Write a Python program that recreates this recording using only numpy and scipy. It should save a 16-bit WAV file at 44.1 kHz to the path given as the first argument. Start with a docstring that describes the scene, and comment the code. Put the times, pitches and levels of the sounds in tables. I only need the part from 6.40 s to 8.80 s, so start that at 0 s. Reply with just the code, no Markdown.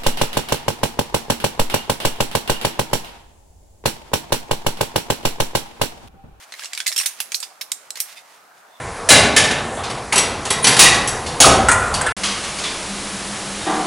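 """A folding metal stand is pulled from its cloth bag and shaken open on a gravel yard, a few steps away.
Its tubes knock together and snap into their sockets: each knock is a crack, a short dense rattle
and a thin ring. Cloth and tubes rub and bump between the knocks; then a tube scrapes home and a joint
squeaks faintly. The yard adds a short tail, over a quiet outdoor wash."""
import sys
import numpy as np
from scipy import signal
from scipy.io import wavfile
from scipy.ndimage import uniform_filter1d

SR = 44100
rng = np.random.default_rng(int(sys.argv[2]) if len(sys.argv) > 2 else 0)


def inscribe(sig):
    """Save sig as 16-bit PCM at rate SR to the path in sys.argv[1].

    A 1-D sig is mono; a 2-D sig holds one channel per row.
    Samples are clipped to [-1, 1] before scaling.
    """
    pcm = np.round(np.clip(np.atleast_2d(sig).T, -1, 1) * 32767)
    wavfile.write(sys.argv[1], SR, pcm.astype(np.int16))


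N = 105840

ATTACK_S = 0.00037  # onset of crack, rattle and ring
METAL_LIKENESS = 0.42  # left-right likeness of rattle, ring and squeak


def amp(db):
    """Decibels to gain."""
    return 10 ** (np.asarray(db) / 20)


def unit(x):
    """Scales to a mean energy of 1 per channel."""
    return x / np.sqrt(np.mean(np.sum(x ** 2, -1)) + 1e-20)


def read(points, hz):
    """Reads a curve on a log-frequency axis."""
    f, value = np.transpose(points)
    return np.interp(np.log(hz + 1), np.log(f), value)


def add(mix, start_s, sound):
    """Lays a sound into the mix."""
    part = mix[:, max(round(start_s * SR), 0):][:, :sound.shape[-1]]
    part += sound[..., :part.shape[1]]


def stereo_noise(likeness, size):
    """White noise, from wide (likeness 0) to mono (1)."""
    left, other = rng.standard_normal((2, size))
    return np.array([left, likeness * left + np.sqrt(1 - likeness ** 2) * other])


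def colour(x, curve_db, size=2048):
    """Minimum-phase EQ from a function that gives dB at each frequency."""
    log_gain = np.log(amp(curve_db(abs(np.fft.fftfreq(size, 1 / SR)))))
    taps = np.fft.ifft(np.exp(np.conj(signal.hilbert(log_gain)))).real
    return signal.fftconvolve(x, taps[None, :size // 2], axes=1)[:, :x.shape[1]]


def flatten(x, size=2048):
    """Evens out a burst's spectrum, so that it has no pitch of its own."""
    power = np.mean(abs(np.fft.fft(x, size)) ** 2, 0)
    return unit(colour(x, lambda f: -10 * np.log10(power + power.mean() / 20), size))


def band_decay(x, t60_curve, size=128):
    """Lets each band of a noise die at its own speed."""
    hz, t, spectrum = signal.stft(x, SR, nperseg=size)
    fade = np.exp(-np.log(1000) * t / read(t60_curve, hz)[:, None])
    return unit(signal.istft(spectrum * fade, SR, nperseg=size)[1][:, :x.shape[1]])


def resonate(x, hz, width_hz):
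    """Narrows noise to one resonance, at an RMS of 1."""
    carrier = np.exp(2j * np.pi * np.cumsum(np.full(N, hz)) / SR)
    pole = np.exp(-np.pi * width_hz / SR)
    band = carrier * signal.lfilter([1], np.poly([pole, pole]), x / carrier)
    return np.sqrt(N) * unit(band.real)


def air(level_db=-50.5, drift_db=1.8, size=1024):
    """Distant outdoor wash with faint drifting patches, wider toward the treble."""
    # tone of the wash: frequency_hz, level_db
    tone = [(25, -44), (108, -21.5), (190, -14.5), (344, -11.5), (516, -6), (714, 0.5), (1260, -0.5),
            (1890, -7.5), (3160, -20), (7310, -20), (16000, -24.5)]
    # stereo image: frequency_hz, left_right_likeness
    image = [(150, 0.9), (500, 0.75), (1200, 0.22), (3000, 0.073)]
    hz = np.fft.rfftfreq(size, 1 / SR)
    a, b, c, d, patches = rng.standard_normal((4 * N // size + 5, len(hz), 5)).T
    patches = uniform_filter1d(patches, size=8, axis=0)  # smooth across frequency
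    patches = uniform_filter1d(patches, size=14, axis=1)  # and across time
    likeness = read(image, hz)[:, None]
    left = a + 1j * b
    right = likeness * left + np.sqrt(1 - likeness ** 2) * (c + 1j * d)
    gain = amp(read(tone, hz)[:, None] + drift_db * patches / patches.std())
    wash = signal.istft(gain * np.array([left, right]), nperseg=size, noverlap=size * 3 // 4)[1]
    return amp(level_db) * np.sqrt(N) * unit(wash[:, :N])


def yard(x, wet_db=-15, build_s=0.0076, size=26000):
    """Faint scatter from gravel, tent and hedge."""
    # decay of the yard: frequency_hz, t60_s
    decay = [(300, 0.1), (2000, 0.21), (6000, 0.36), (10000, 0.37)]
    tail = band_decay(rng.standard_normal((2, size)), decay)
    build = 1 - np.exp(-(np.arange(size) / SR / build_s) ** 2)
    return amp(wet_db) * signal.fftconvolve(x, unit(tail * build), axes=1)[:, :N]


def rubbing(slips_per_s=2200):
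    """Tiny slips of cloth and tube with an equal share of hiss, following the effort of the hands."""
    # effort of the hands: time_s, level_db
    effort = [(0, -44.5), (.04, -44), (.06, -54.5), (.11, -50), (.16, -44), (.23, -35), (.29, -48.5),
              (.39, -37), (.44, -46.5), (.69, -38), (0.76, -48.5), (.79, -41), (.88, -47.5), (1.06, -49),
              (1.16, -55), (1.47, -51.5), (1.53, -61), (1.58, -38.5), (1.64, -45), (1.73, -41.5),
              (1.755, -51), (1.779, -41.5), (1.83, -56), (1.92, -50.5), (2.02, -57), (2.13, -61.5),
              (2.18, -54.5), (2.23, -59.5), (2.4, -57.5)]
    # tone of the friction: frequency_hz, gain_db
    tone = [(100, -50), (300, -28.5), (1000, -5.5), (2000, 4.5), (3500, 0.5), (6000, -1.5), (10000, -5),
            (15000, -15.5)]
    slips = rng.random(N) < slips_per_s / SR
    slip_db = np.minimum(rng.exponential(1, N), 4)
    grains = unit(slips * amp(slip_db) * stereo_noise(0.83, N))
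    hiss = unit(stereo_noise(0.14, N))
    level = amp(np.interp(np.arange(N) / SR, *np.transpose(effort)))
    return level * np.sqrt(N) * unit(colour(grains + hiss, lambda f: read(tone, f)))


def joint_squeak(peak_s=2.36, fade_s=0.044, level_db=-55.5):
    """A joint turns with a faint, rough squeak."""
    squeak = resonate(stereo_noise(METAL_LIKENESS, N), hz=3560, width_hz=300)
    swell = np.exp(-abs(np.arange(N) / SR - peak_s) / fade_s)
    return amp(level_db) * squeak * swell


def tube_scrape(peak_s=1.778, fade_s=0.01, level_db=-37):
    """One tube slides home in another; the friction rings it briefly."""
    # modes of the sliding tube: pitch_hz, level_db
    modes = [(2100, 1.5), (2550, 3), (3580, 3), (4900, -1), (9750, -8)]
    scrape = sum(amp(db) * resonate(stereo_noise(0.74, N), hz, width_hz=150) for hz, db in modes)
    swell = np.exp(-abs(np.arange(N) / SR - peak_s) / fade_s)
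    return amp(level_db) * np.sqrt(N) * unit(scrape) * swell


def bump(hz, level_db, rise_s=0.0021, size=2048):
    """A muffled, hollow push of a few cycles."""
    t = np.arange(size) / SR
    envelope = t / rise_s * np.exp(1 - t / rise_s)
    return amp(level_db) * envelope * np.sin(2 * np.pi * hz * t)


def tube_ring(hz, t, t60_s, flutter_width_hz=56):
    """One dying mode that flutters as the loose tube chatters."""
    pole = np.exp(-np.pi * flutter_width_hz / SR)
    noise = stereo_noise(METAL_LIKENESS, 2 * len(t)) + 1j * stereo_noise(METAL_LIKENESS, 2 * len(t))
    flutter = signal.lfilter([1], np.poly([pole, pole]), noise)[:, len(t):]
    wave = (1 + flutter / flutter.std()) * np.exp(2j * np.pi * (hz * t + rng.random()))
    envelope = (1 - np.exp(-t / ATTACK_S)) * np.exp(-np.log(1000) * t / t60_s)
    return unit(wave.real * envelope)


def crack(t, decay_s=0.0017, snap_db=-11):
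    """The hit itself: a sharp first contact and a tiny burst of noise."""
    envelope = (1 - np.exp(-t / ATTACK_S)) * np.exp(-t / decay_s)
    burst = unit(np.tanh(stereo_noise(0.81, len(t))) * envelope)
    return flatten(burst + amp(snap_db) * (t == 0))


def rattle(t):
    """The dense rattle of a joint, its treble lasting longest."""
    # decay of the rattle: frequency_hz, t60_s
    decay = [(500, 0.04), (2000, 0.071), (5000, 0.087), (9000, 0.13), (15000, 0.11)]
    attack = 1 - np.exp(-t / ATTACK_S)
    return unit(attack * band_decay(stereo_noise(METAL_LIKENESS, len(t)), decay))


def knock(low_db, mid_db, high_db, bright_db, top_db, lower_hz, upper_hz, ring_hz, ring_db, rattle_db):
    """Metal meets metal: a sharp crack, the rattle of the joint, then the tubes ring."""
    # tube modes of the whole frame: pitch_hz, level_db, t60_s
    modes = [(1641, -24.5, 0.037), (2092, -30, 0.041), (2272, -26.5, 0.036), (3360, -26.5, 0.078),
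             (3990, -31, 0.044), (8100, -30.5, 0.22), (9900, -22.5, 0.23)]
    t = np.arange(10240) / SR
    impact = unit(crack(t) + amp(rattle_db) * rattle(t))
    frame = sum(amp(db) * rng.uniform(0.15, 1.3) * tube_ring(hz, t, t60_s) for hz, db, t60_s in modes)
    tone = [(70, low_db - 24), (304, low_db - 13.5), (900, low_db), (2200, mid_db),
            (4800, high_db), (8600, bright_db), (13000, top_db), (14600, top_db - 9)]

    def body_db(f, boost_db=9.5, half_width_hz=121):
        """The struck parts resonate at two hollow pitches and at the ringing pitch."""
        return sum(boost_db / (1 + ((f - hz) / half_width_hz) ** 2)
                   for hz in (lower_hz, upper_hz, ring_hz))

    blow = colour(impact + frame, lambda f: read(tone, f) + body_db(f))
    return blow + amp(ring_db) * tube_ring(ring_hz, t, t60_s=0.095)


def widen(x):
    """Narrows the lows and spreads the bright rattle widest."""
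    # stereo width: frequency_hz, side_gain_db
    width = [(1200, -9.5), (2500, -1.5), (5000, 1), (12000, 3)]
    mid, side = (x[:1] + x[1:]) / 2, (x[:1] - x[1:]) / 2
    side = colour(side, lambda f: read(width, f))
    return np.vstack([mid + side, mid - side])


def swing(x):
    """The stand swings out to the right and partway back as it opens."""
    # path of the stand: time_s, left_minus_right_db
    path = [(.1, -2), (1.02, -5.5), (1.3, -5), (1.6, -4), (2.1, -4)]
    pan_db = np.interp(np.arange(N) / SR, *np.transpose(path))
    gains = amp([pan_db / 2, -pan_db / 2])
    return x * gains / np.sqrt(np.mean(gains ** 2, 0))


def scene(low_cut_hz=134):
    """The stand opens in the yard, over the outdoor wash."""
    # bumps as the bag comes off and the frame swings open: start_s, pitch_hz, level_db
    bumps = [(.22, 1680, -32), (0.3243, 2020, -36), (.504, 645, -40), (.563, 378, -43), (.88, 343, -51),
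             (1.028, 960, -36), (1.588, 2010, -40)]
    # tubes knocking and snapping home: start_s, low_db, mid_db, high_db, bright_db, top_db (EQ bands),
    # lower_hz, upper_hz (hollow resonances), ring_hz, ring_db, rattle_db (against the crack)
    knocks = [ (0.1225, -8, -2.5, -3.5, -8.5, -23, 1740, 4160, 3740, -32, -2),
              (.139, -9, -1.5, -7.5, -15, -16, 1860, 4120, 2130, -26, 2),
              (0.194, -6, -5, -2, -19, -18, 1300, 2840, 5400, -20, -4.5),
              (0.2359, -7.5, -6, -3, -11, -27, 2070, 2900, 7060, -16, -8),
              (.245, -4, -20, 2.5, -6, -25, 2040, 4250, 7900, -16, -5),
              (0.2567, -17, -5, 1.5, -4.5, -19, 5630, 7700, 2790, -17, -2),
              (0.333, -9, 6.5, 3.5, 0.5, -12, 2230, 4820, 7470, -20, -3.5),
              (0.35, -14, -11, 2, -4, -13, 2680, 4640, 5800, -26, -4),
              (.376, 1, 4.5, 5, 0, -6.5, 2370, 3820, 9850, -12, 2),
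              (0.4027, -6.5, 8, 9.5, 2, -7, 1745, 3400, 1554, -17, 0.5),
              (.463, -8, 1, 7, -9, -23, 2430, 6440, 2041, -10, -8),
              (0.4665, -2, 12, 13, 13, 5.5, 4120, 12300, 2060, -0.5, 5.5),
              (0.4781, -5, 6.5, 14, 12.5, 0, 1750, 3970, 4270, -5, 5.5),
              (0.5172, -4, -1, 1, -3, -13, 2300, 3700, 1830, -15, -2.5),
              (0.5247, -9, -1, 5.5, 2.5, -4.5, 1770, 5530, 5190, -20, 4),
              (0.5622, -1.5, 5.5, 10.5, 8.5, 5, 2700, 3240, 5520, 1, 8),
              (0.5782, -11, 9, 6, 14, 7, 4030, 8470, 5520, 5, 4),
              (.586, -20, 7, 9, 8, 2, 2920, 8600, 5650, 4, 13),
              (.599, 1, 11, 6.5, -2, 1, 1980, 2500, 8800, 1.5, 7),
              (.61, -0.5, 4, 7, 6.5, 0, 1160, 9700, 5540, -13, 12),
              (0.633, -4.5, 5, -2, -10, -2, 1990, 3590, 5380, -24, 12),
              (.659, 3, 8.5, 14.5, 9.5, 8, 2550, 6500, 9515, 4, 9),
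              (0.6629, -8, 5, 8.5, 7, 6, 1440, 3660, 6070, -9, 2),
              (0.8029, -1, 10.5, 10, 7.5, 8.5, 860, 10220, 2703, -19, 1.5),
              (0.9195, -7, 5, 6, 1.5, -6, 6400, 8530, 2360, -22, 2.5),
              (.9447, -16, 3.5, 15, 2.5, -2, 2430, 4080, 4370, -23, -8),
              (0.95, -24, -21, 8.5, 6.5, 1.5, 6170, 12500, 5720, -6, 12),
              (1.0026, -35, -14, -3, 2.5, -5, 4530, 8500, 7470, -12, -1),
              (1.028, -5.5, 1, 6, 1, -6, 2670, 3560, 4880, -12, 9),
              (1.2113, -7, 0, 2.5, -8, -8, 2260, 6260, 5280, -19, 0),
              (1.214, -5.5, 3, 5, -3, 1.5, 3830, 9740, 5320, -23, 1),
              (1.3177, -13, 2, 6.5, 8.5, -9, 3770, 8560, 7300, -13, -6),
              (1.319, -2.5, -1, 7.5, 6.5, 3.5, 2040, 6620, 7360, -27, -6),
              (1.5053, -13, -5, 1, 4.5, -8.5, 4080, 5210, 7680, -19, -8),
              (1.556, -6, -1.5, -1.5, -3.5, -12, 1920, 2870, 4260, -28, 7),
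              (1.572, -1.5, -5.5, -4, -6, -11, 2030, 6760, 5400, -16, 4.5),
              (1.6023, -12, 3.5, 9, 10.5, 13.5, 2160, 8600, 5620, -13, 0.5)]
    stand = rubbing() + tube_scrape() + joint_squeak()
    for start_s, *voicing in knocks:
        add(stand, start_s, knock(*voicing))
    for start_s, pitch_hz, level_db in bumps:
        add(stand, start_s, bump(pitch_hz, level_db))
    low_cut = signal.butter(2, low_cut_hz, "high", fs=SR, output="sos")  # a light stand has no bass
    stand = swing(signal.sosfilt(low_cut, widen(stand)))
    return stand + yard(stand) + air()


def record(dry, high_cut_hz=15900):
    """A steep low-pass trims the highest treble."""
    taps = signal.firwin(255, high_cut_hz, window=("kaiser", 8), fs=SR)
    return signal.oaconvolve(dry, taps[None], "same")


dry = scene()
out = record(dry)
inscribe(out)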